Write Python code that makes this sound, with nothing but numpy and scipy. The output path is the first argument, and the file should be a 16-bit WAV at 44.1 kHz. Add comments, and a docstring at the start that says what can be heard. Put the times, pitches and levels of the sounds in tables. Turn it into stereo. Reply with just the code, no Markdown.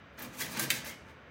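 """A rasp comes first: the teeth of a long steel band-saw blade scrape over the guides as it is pulled
off its wheels by hand, in several pulls. The teeth catch a few times, the blade's back drags on a tyre,
and the blade snaps free with one sharp clack. The steel rings thinly and hums as it sticks and slips,
and the loose loop wobbles with a low rumble. The workshop's ventilation runs behind it all."""
import sys
import numpy as np
from scipy import signal
from scipy.io import wavfile
from scipy.ndimage import uniform_filter1d

SR = 44100
rng = np.random.default_rng(int(sys.argv[2]) if len(sys.argv) > 2 else 0)


def to_wav(sig):
    """Store sig (one row per channel, or 1-D mono) as 16-bit WAV at the path in sys.argv[1].

    Samples outside -1..1 are clipped; the rate is SR.
    """
    pcm = np.clip(np.atleast_2d(sig), -1, 1) * 32767
    pcm = np.round(pcm).astype(np.int16)
    wavfile.write(sys.argv[1], SR, pcm.T)  # frames by channels


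N = 57330
T = np.arange(N) / SR

# how hard the teeth rub: (time [s], level [dB], brightness [dB per octave])
RUB_CURVE = [(.12, -105, 9), (.172, -61, -4), (.184, -47, -6.5), (.198, -43.5, -4.5), (.252, -44, -1),
             (.28, -56.5, -2), (.315, -58, -4.5), (.336, -45.5, -2), (.36, -49.5, 1), (.392, -38, 2),
             (.411, -26.5, 0.9), (.433, -37.5, 2.1), (.445, -38, -.5), (.49, -43.5, -1), (.52, -40.5, 2),
             (.553, -39, -4.4), (.571, -31.5, -0.5), (.583, -40, -2), (.61, -32.5, 1.5), (.64, -30.5, 1),
             (.675, -51, -7.2), (.71, -33, 1.5), (.765, -36.5, -.5), (.80, -45.5, -1.5),
             (.845, -51.5, -6.5), (.86, -36.5, -0.8), (.89, -41.5, 2.5), (.918, -45.5, -2.5),
             (.95, -62, -4), (1.04, -69, -6), (1.095, -55, -6), (1.16, -83.5, -2), (1.3, -85, -13)]
# tone of the rubbing: (frequency [Hz], level [dB])
RUB_TONE = [(150, -14.5), (350, -5), (700, -1), (1250, -2), (1600, 5), (2200, 3.5), (2700, 0.5), (3400, 1),
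            (4300, -2), (6300, 1), (8300, -7.5), (10000, -2.5), (12500, -6.5), (15000, -4.5)]
# a tooth catches and skids: (time [s], level [dB], length [s], brightness [dB per octave])
TOOTH_CATCHES = [(0.13, -84, 0.0093, 8), (0.1768, -46.5, .006, -4), (0.188, -63.5, 0.0086, 16.5),
                 (0.217, -57, 0.0096, 15.5), (.5855, -28, 0.0029, -4.5), (0.5931, -19, 0.0035, 0.8),
                 (0.6233, -41, 0.0043, 10), (0.845, -36.5, 0.0022, 3)]
# the blade's back drags over the wheel's tyre: (time [s], level [dB])
DRAG_CURVE = [(.172, -98), (.192, -48.5), (.255, -47), (.29, -56), (.37, -50), (.41, -42), (.46, -45),
              (.54, -48), (.595, -39), (.635, -43), (.70, -52), (.84, -56.5), (.865, -43.5), (.905, -51),
              (.94, -77)]
# tone of the dragging: (frequency [Hz], level [dB])
DRAG_TONE = [(150, -12), (300, 0), (410, 3.5), (620, 2), (1100, -1), (2000, -9), (4000, -17.5),
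             (15000, -49.5)]
# the blade hits the frame and bounces: (time [s], level [dB])
SNAP_HITS = [(0.7024, 3), (.7038, 1.5), (.7061, -5.5), (.7125, -7.5)]
# tone of the snap: (frequency [Hz], level [dB])
SNAP_TONE = [(60, -44.5), (200, -31), (700, -18), (1150, -19.5), (1550, 7.5), (2300, 5), (3300, 7.5),
             (4500, 2.5), (5600, -1.5), (7800, -0.5), (11000, -4), (15000, -6)]
# pitches the steel rings at: (frequency [Hz], level [dB], time to fade by 60 dB [s])
BLADE_PITCHES = [(1490, 1, .2), (1576, -5, .22), (1831, -1, .2), (1986, -4, .18), (2256, -5, .22),
                 (2560, -5, .14), (2686, -3, .17), (3140, -2, .15), (3419, 3, .15), (3968, -7, .25),
                 (6250, -3, .12), (8978, 0, .13), (9820, -2, .16), (12156, -2, .16), (13600, 2, .13),
                 (14550, 1, .1)]
# notes of the flexing blade:
# (peak time [s], frequency [Hz], level [dB], rise [s], time to fade by 60 dB [s], glide [Hz per s])
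FLEX_NOTES = [(.224, 14600, -40, .006, 0.11, 0), (.235, 245, -48.5, 0.069, 0.56, 93),
              (.385, 258, -52, 0.13, 0.2, 0), (0.425, 3340, -36, .008, .08, 0),
              (.434, 2006, -32.5, .006, 0.039, -2), (.571, 1517, -33.5, 0.0078, 0.057, 0),
              (.575, 227.5, -47, .04, 0.96, -120), (.596, 1080, -36, 0.005, 0.038, 8),
              (.597, 524, -41, 0.014, 0.058, 0), (.60, 1573, -33, 0.014, 0.26, 6),
              (.62, 331, -40, 0.0264, 0.41, -480), (.635, 140.2, -41.5, 0.03, 0.42, -49),
              (.765, 139.4, -49, 0.055, 0.14, 156), (.868, 879, -44, 0.038, 0.11, 6.5),
              (.87, 554, -49, 0.031, 0.17, 5), (.89, 231.8, -50, 0.094, 0.28, -4),
              (.892, 2103, -42, 0.043, 0.23, 0), (.905, 2207, -48, 0.039, 0.46, 3.5),
              (.895, 3240, -51, 0.015, 0.32, 0), (.91, 2965, -52.5, 0.014, 0.46, -9)]
# how much the loose loop sways: (time [s], level [dB])
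SWAY_CURVE = [(.16, -77), (.20, -63), (.28, -48), (.34, -57), (.42, -49.5), (.48, -48.5), (.55, -49),
              (.61, -41), (.66, -51.5), (.71, -46.5), (.78, -47), (.83, -54.5), (.89, -68), (.97, -61),
              (1.3, -65.5)]
# low pitches of the bending loop: (frequency [Hz], level [dB], time to fade by 60 dB [s])
LOOP_PITCHES = [(129, 3, 0.18), (158.2, 0.5, 0.12), (215.2, 3.5, 0.12), (248.4, 1.5, 0.34),
                (293.5, -11, 0.05), (332.2, 1, 0.17), (505, -3, 0.24)]
# the room's echo: (frequency [Hz], time to fade by 60 dB [s])
ROOM_FADE = [(150, 0.38), (1500, 0.34), (5000, 0.5), (14000, 0.16)]
# how much louder the echo is on the left: (frequency [Hz], left minus right [dB])
ECHO_BALANCE = [(250, -7), (550, 1.5), (1100, -1), (2300, 0), (4400, -2.5), (8000, 3.5), (14000, 0.6)]
# how alike left and right are: (frequency [Hz], likeness [0 = unrelated, 1 = the same])
SIDE_LIKENESS = [(60, 0.97), (150, 1), (280, 0.95), (500, 0.46), (1000, 0), (4000, 0.0), (15000, 0.0)]
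# tone of the ventilation: (frequency [Hz], level [dB])
AIR_TONE = [(30, -33), (45, -13), (70, 7.5), (110, -1.5), (180, -0.5), (250, -2), (340, -7.5), (520, -1),
            (800, -8), (1300, -3), (2000, -6), (3000, -13.5), (4500, -25), (6500, -32), (9000, -52),
            (15000, -45)]

EDGES_HZ = np.geomspace(22, 17000, 29)
# bands about a third of an octave wide: (centre [Hz], share of all frequencies [0 to 1], filter)
BANDS = [(np.sqrt(lo * hi), 2 * (hi - lo) / SR, signal.butter(2, [lo, hi], "band", fs=SR, output="sos"))
         for lo, hi in zip(EDGES_HZ, EDGES_HZ[1:])]
SIDES = np.array([[1], [-1]])  # plus for left, minus for right
FADE_60_DB = np.log(1000)  # exp(-FADE_60_DB) is a drop of 60 dB


def scraping():
    """The teeth rasp over a steel guide; harder rubbing is brighter."""
    level_db, brightness = over_time(RUB_CURVE)
    return friction(from_db(level_db), brightness, RUB_TONE)


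def catches(low_cut_hz=560):
    """Each catching tooth makes a short, steep burst of friction with little bass."""
    out = 0
    for start, db, length, brightness in TOOTH_CATCHES:
        age = np.maximum(T - start, 0) / (length / 2)  # the burst peaks at age 1
        force = from_db(db) * age * np.exp(1 - age)
        out = out + friction(force, brightness, RUB_TONE, grains_per_s=12000)
    return signal.sosfilt(signal.butter(3, low_cut_hz, "high", fs=SR, output="sos"), out)


def snap(chatter_s=0.0011):
    """The blade hits the frame in quick bounces; each hit chatters and dies at once."""
    force = 0
    for start, db in SNAP_HITS:
        burst = rng.choice([-1, 1], N) * (T >= start) * np.exp(-np.maximum(T - start, 0) / chatter_s)
        force = force + from_db(db) * burst / np.linalg.norm(burst)
    return sum((-1) ** k * from_db(at_hz(SNAP_TONE, hz)) * signal.sosfilt(band, force)
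               for k, (hz, _, band) in enumerate(BANDS))


def dragging():
    """The back of the blade rubs dully over the wheel's tyre."""
    return friction(from_db(over_time(DRAG_CURVE)[0]), 0, DRAG_TONE)


def blade_ring(contact, gain_db=-48.5):
    """Every contact sets the steel ringing; each pitch reaches left and right with its own delay."""
    out = 0
    delays = rng.integers(0, 60, (len(BLADE_PITCHES), 2))  # in samples
    for (hz, db, fade_s), pair in zip(BLADE_PITCHES, delays):
        tone = from_db(gain_db + db) * ring(contact, hz, fade_s)
        out = out + np.array([np.pad(tone, (delay, 0))[:N] for delay in pair])
    return out


def flex_notes(pan_db=-2.0):
    """The blade sticks and slips: notes swell, glide as the tension changes, and die away."""
    out = 0
    for peak_s, hz, db, rise_s, fade_s, glide in FLEX_NOTES:
        phase, coin_toss = rng.random(2)
        age = T - peak_s
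        swell = np.clip(age / rise_s + 1, 0, 1) ** 2
        fade = np.exp(-FADE_60_DB * np.maximum(age, 0) / fade_s)
        cycles = hz * age + glide * age ** 2 / 2 + phase
        # higher notes are further out of step between left and right
        apart = np.arccos(at_hz(SIDE_LIKENESS, hz)) * np.sign(coin_toss - .5)
        tone = np.sin(2 * np.pi * cycles + apart * SIDES / 2)
        out = out + from_db(db + pan_db * SIDES / 2) * swell * fade * tone
    return out


def loop_rumble(width_db=-11, pan_db=-1.2, smooth_s=0.07):
    """The pull keeps the loose loop bending, so it rumbles at its low pitches."""
    def even_rumble():
        rumble = sum(from_db(db) * unit_level(ring(np.diff(rng.standard_normal(N + 1)), hz, fade_s))
                     for hz, db, fade_s in LOOP_PITCHES)
        return rumble / np.sqrt(uniform_filter1d(rumble ** 2, int(smooth_s * SR)) + 1e-6)
    sway = from_db(over_time(SWAY_CURVE)[0] + pan_db * SIDES / 2)
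    return sway * (even_rumble() + from_db(width_db) * even_rumble() * SIDES)


def workshop(sound, direct_db=-11, frame_db=-3, frame_fade_s=0.039, room_db=-8):
    """A sound arrives directly, with quick echoes from the saw's frame and longer ones from the room."""
    echo = 0
    for hz, _, band in BANDS:
        power = 0
        for db, fade_s in ((frame_db, frame_fade_s), (room_db, at_hz(ROOM_FADE, hz))):
            fall = FADE_60_DB / fade_s
            power = power + from_db(db) ** 2 * 2 * fall / SR * np.exp(-2 * fall * T)
        balance = from_db(at_hz(ECHO_BALANCE, hz) * SIDES / 2)
        echo = echo + stereo_noise(hz, band) * np.sqrt(power) * balance
    return from_db(direct_db) * sound + signal.fftconvolve(sound[None], echo, axes=1)[:, :N]


def ventilation(level_db=-52):
    """The workshop's air makes a steady, dull rush."""
    rush = sum(from_db(at_hz(AIR_TONE, hz)) * stereo_noise(hz, np.vstack([band, band]))
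               for hz, _, band in BANDS)
    return from_db(level_db) * unit_level(rush)


def friction(force, brightness, tone, grains_per_s=1800, pivot_hz=4000):
    """Tiny collisions follow the force; more brightness lifts what is above the pivot, lowers the rest."""
    out, power = 0, 0
    streams = [grains(grains_per_s) * force for _ in range(2)]  # the bands use these in turn
    for k, (hz, share, band) in enumerate(BANDS):
        gain = from_db(at_hz(tone, hz))
        octaves = np.log2(max(hz, pivot_hz / 10) / pivot_hz)
        if hz > 100:
            out = out + gain * from_db(brightness * octaves) * signal.sosfilt(band, streams[k % 2])
        power += gain ** 2 * share
    return out / np.sqrt(power)


def grains(per_s, spread_db=4.5):
    """Teeth and rough edges collide at random, making clicks of uneven size."""
    sizes = from_db(spread_db * np.minimum(rng.exponential(1, N), 4))
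    signs = rng.choice([-1, 1], N)
    return unit_level(sizes * signs * (rng.random(N) < per_s / SR))


def ring(push, hz, fade_s):
    """Each push starts a pure tone that fades away."""
    decay, turn = np.exp(-FADE_60_DB / (fade_s * SR)), 2 * np.pi * hz / SR
    return signal.lfilter([0, np.sin(turn)], [1, -2 * decay * np.cos(turn), decay ** 2], push + 1e-18)


def stereo_noise(hz, band):
    """One band of noise for left and right, alike in the bass."""
    shared, opposite = signal.sosfilt(band, rng.standard_normal((2, N + SR // 4)))[:, -N:]
    alike = at_hz(SIDE_LIKENESS, hz)
    return (np.sqrt(1 + alike) * shared + np.sqrt(1 - alike) * opposite * SIDES) / np.sqrt(2)


def from_db(db):
    """Turn decibels into a number to multiply by."""
    return 10 ** (np.asarray(db) / 20)


def unit_level(sound):
    """Scale a sound to an average power of 1."""
    return sound / np.sqrt(np.mean(sound ** 2) + 1e-20)


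def over_time(table):
    """Join a table's points with straight lines: one curve for each column after the time."""
    times, *columns = np.transpose(table)
    return [np.interp(T, times, column) for column in columns]


def at_hz(table, hz):
    """Read a table at one frequency, with octaves evenly spaced."""
    frequencies, values = np.transpose(table)
    return np.interp(np.log(hz), np.log(frequencies), values)


def scene(rub_ring_db=-9):
    """Each contact gets its own echoes; the blade rings, hums and rumbles over the ventilation."""
    upper, lower = scraping() / np.sqrt(2), scraping() / np.sqrt(2)  # the two guides
    teeth, clack = catches(), snap()
    contacts = sum(workshop(sound) for sound in (upper, lower, teeth + dragging(), clack))
    # rubbing damps the blade, so it rings less than after the snap
    ringing = blade_ring(clack + from_db(rub_ring_db) * (upper + lower + teeth))
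    return contacts + ringing + loop_rumble() + flex_notes() + ventilation()


def record(dry, cutoff_hz=15800):
    """Cut off the highest treble steeply."""
    return signal.sosfilt(signal.ellip(12, .3, 80, cutoff_hz, fs=SR, output="sos"), dry)


dry = scene()
out = record(dry)
to_wav(out)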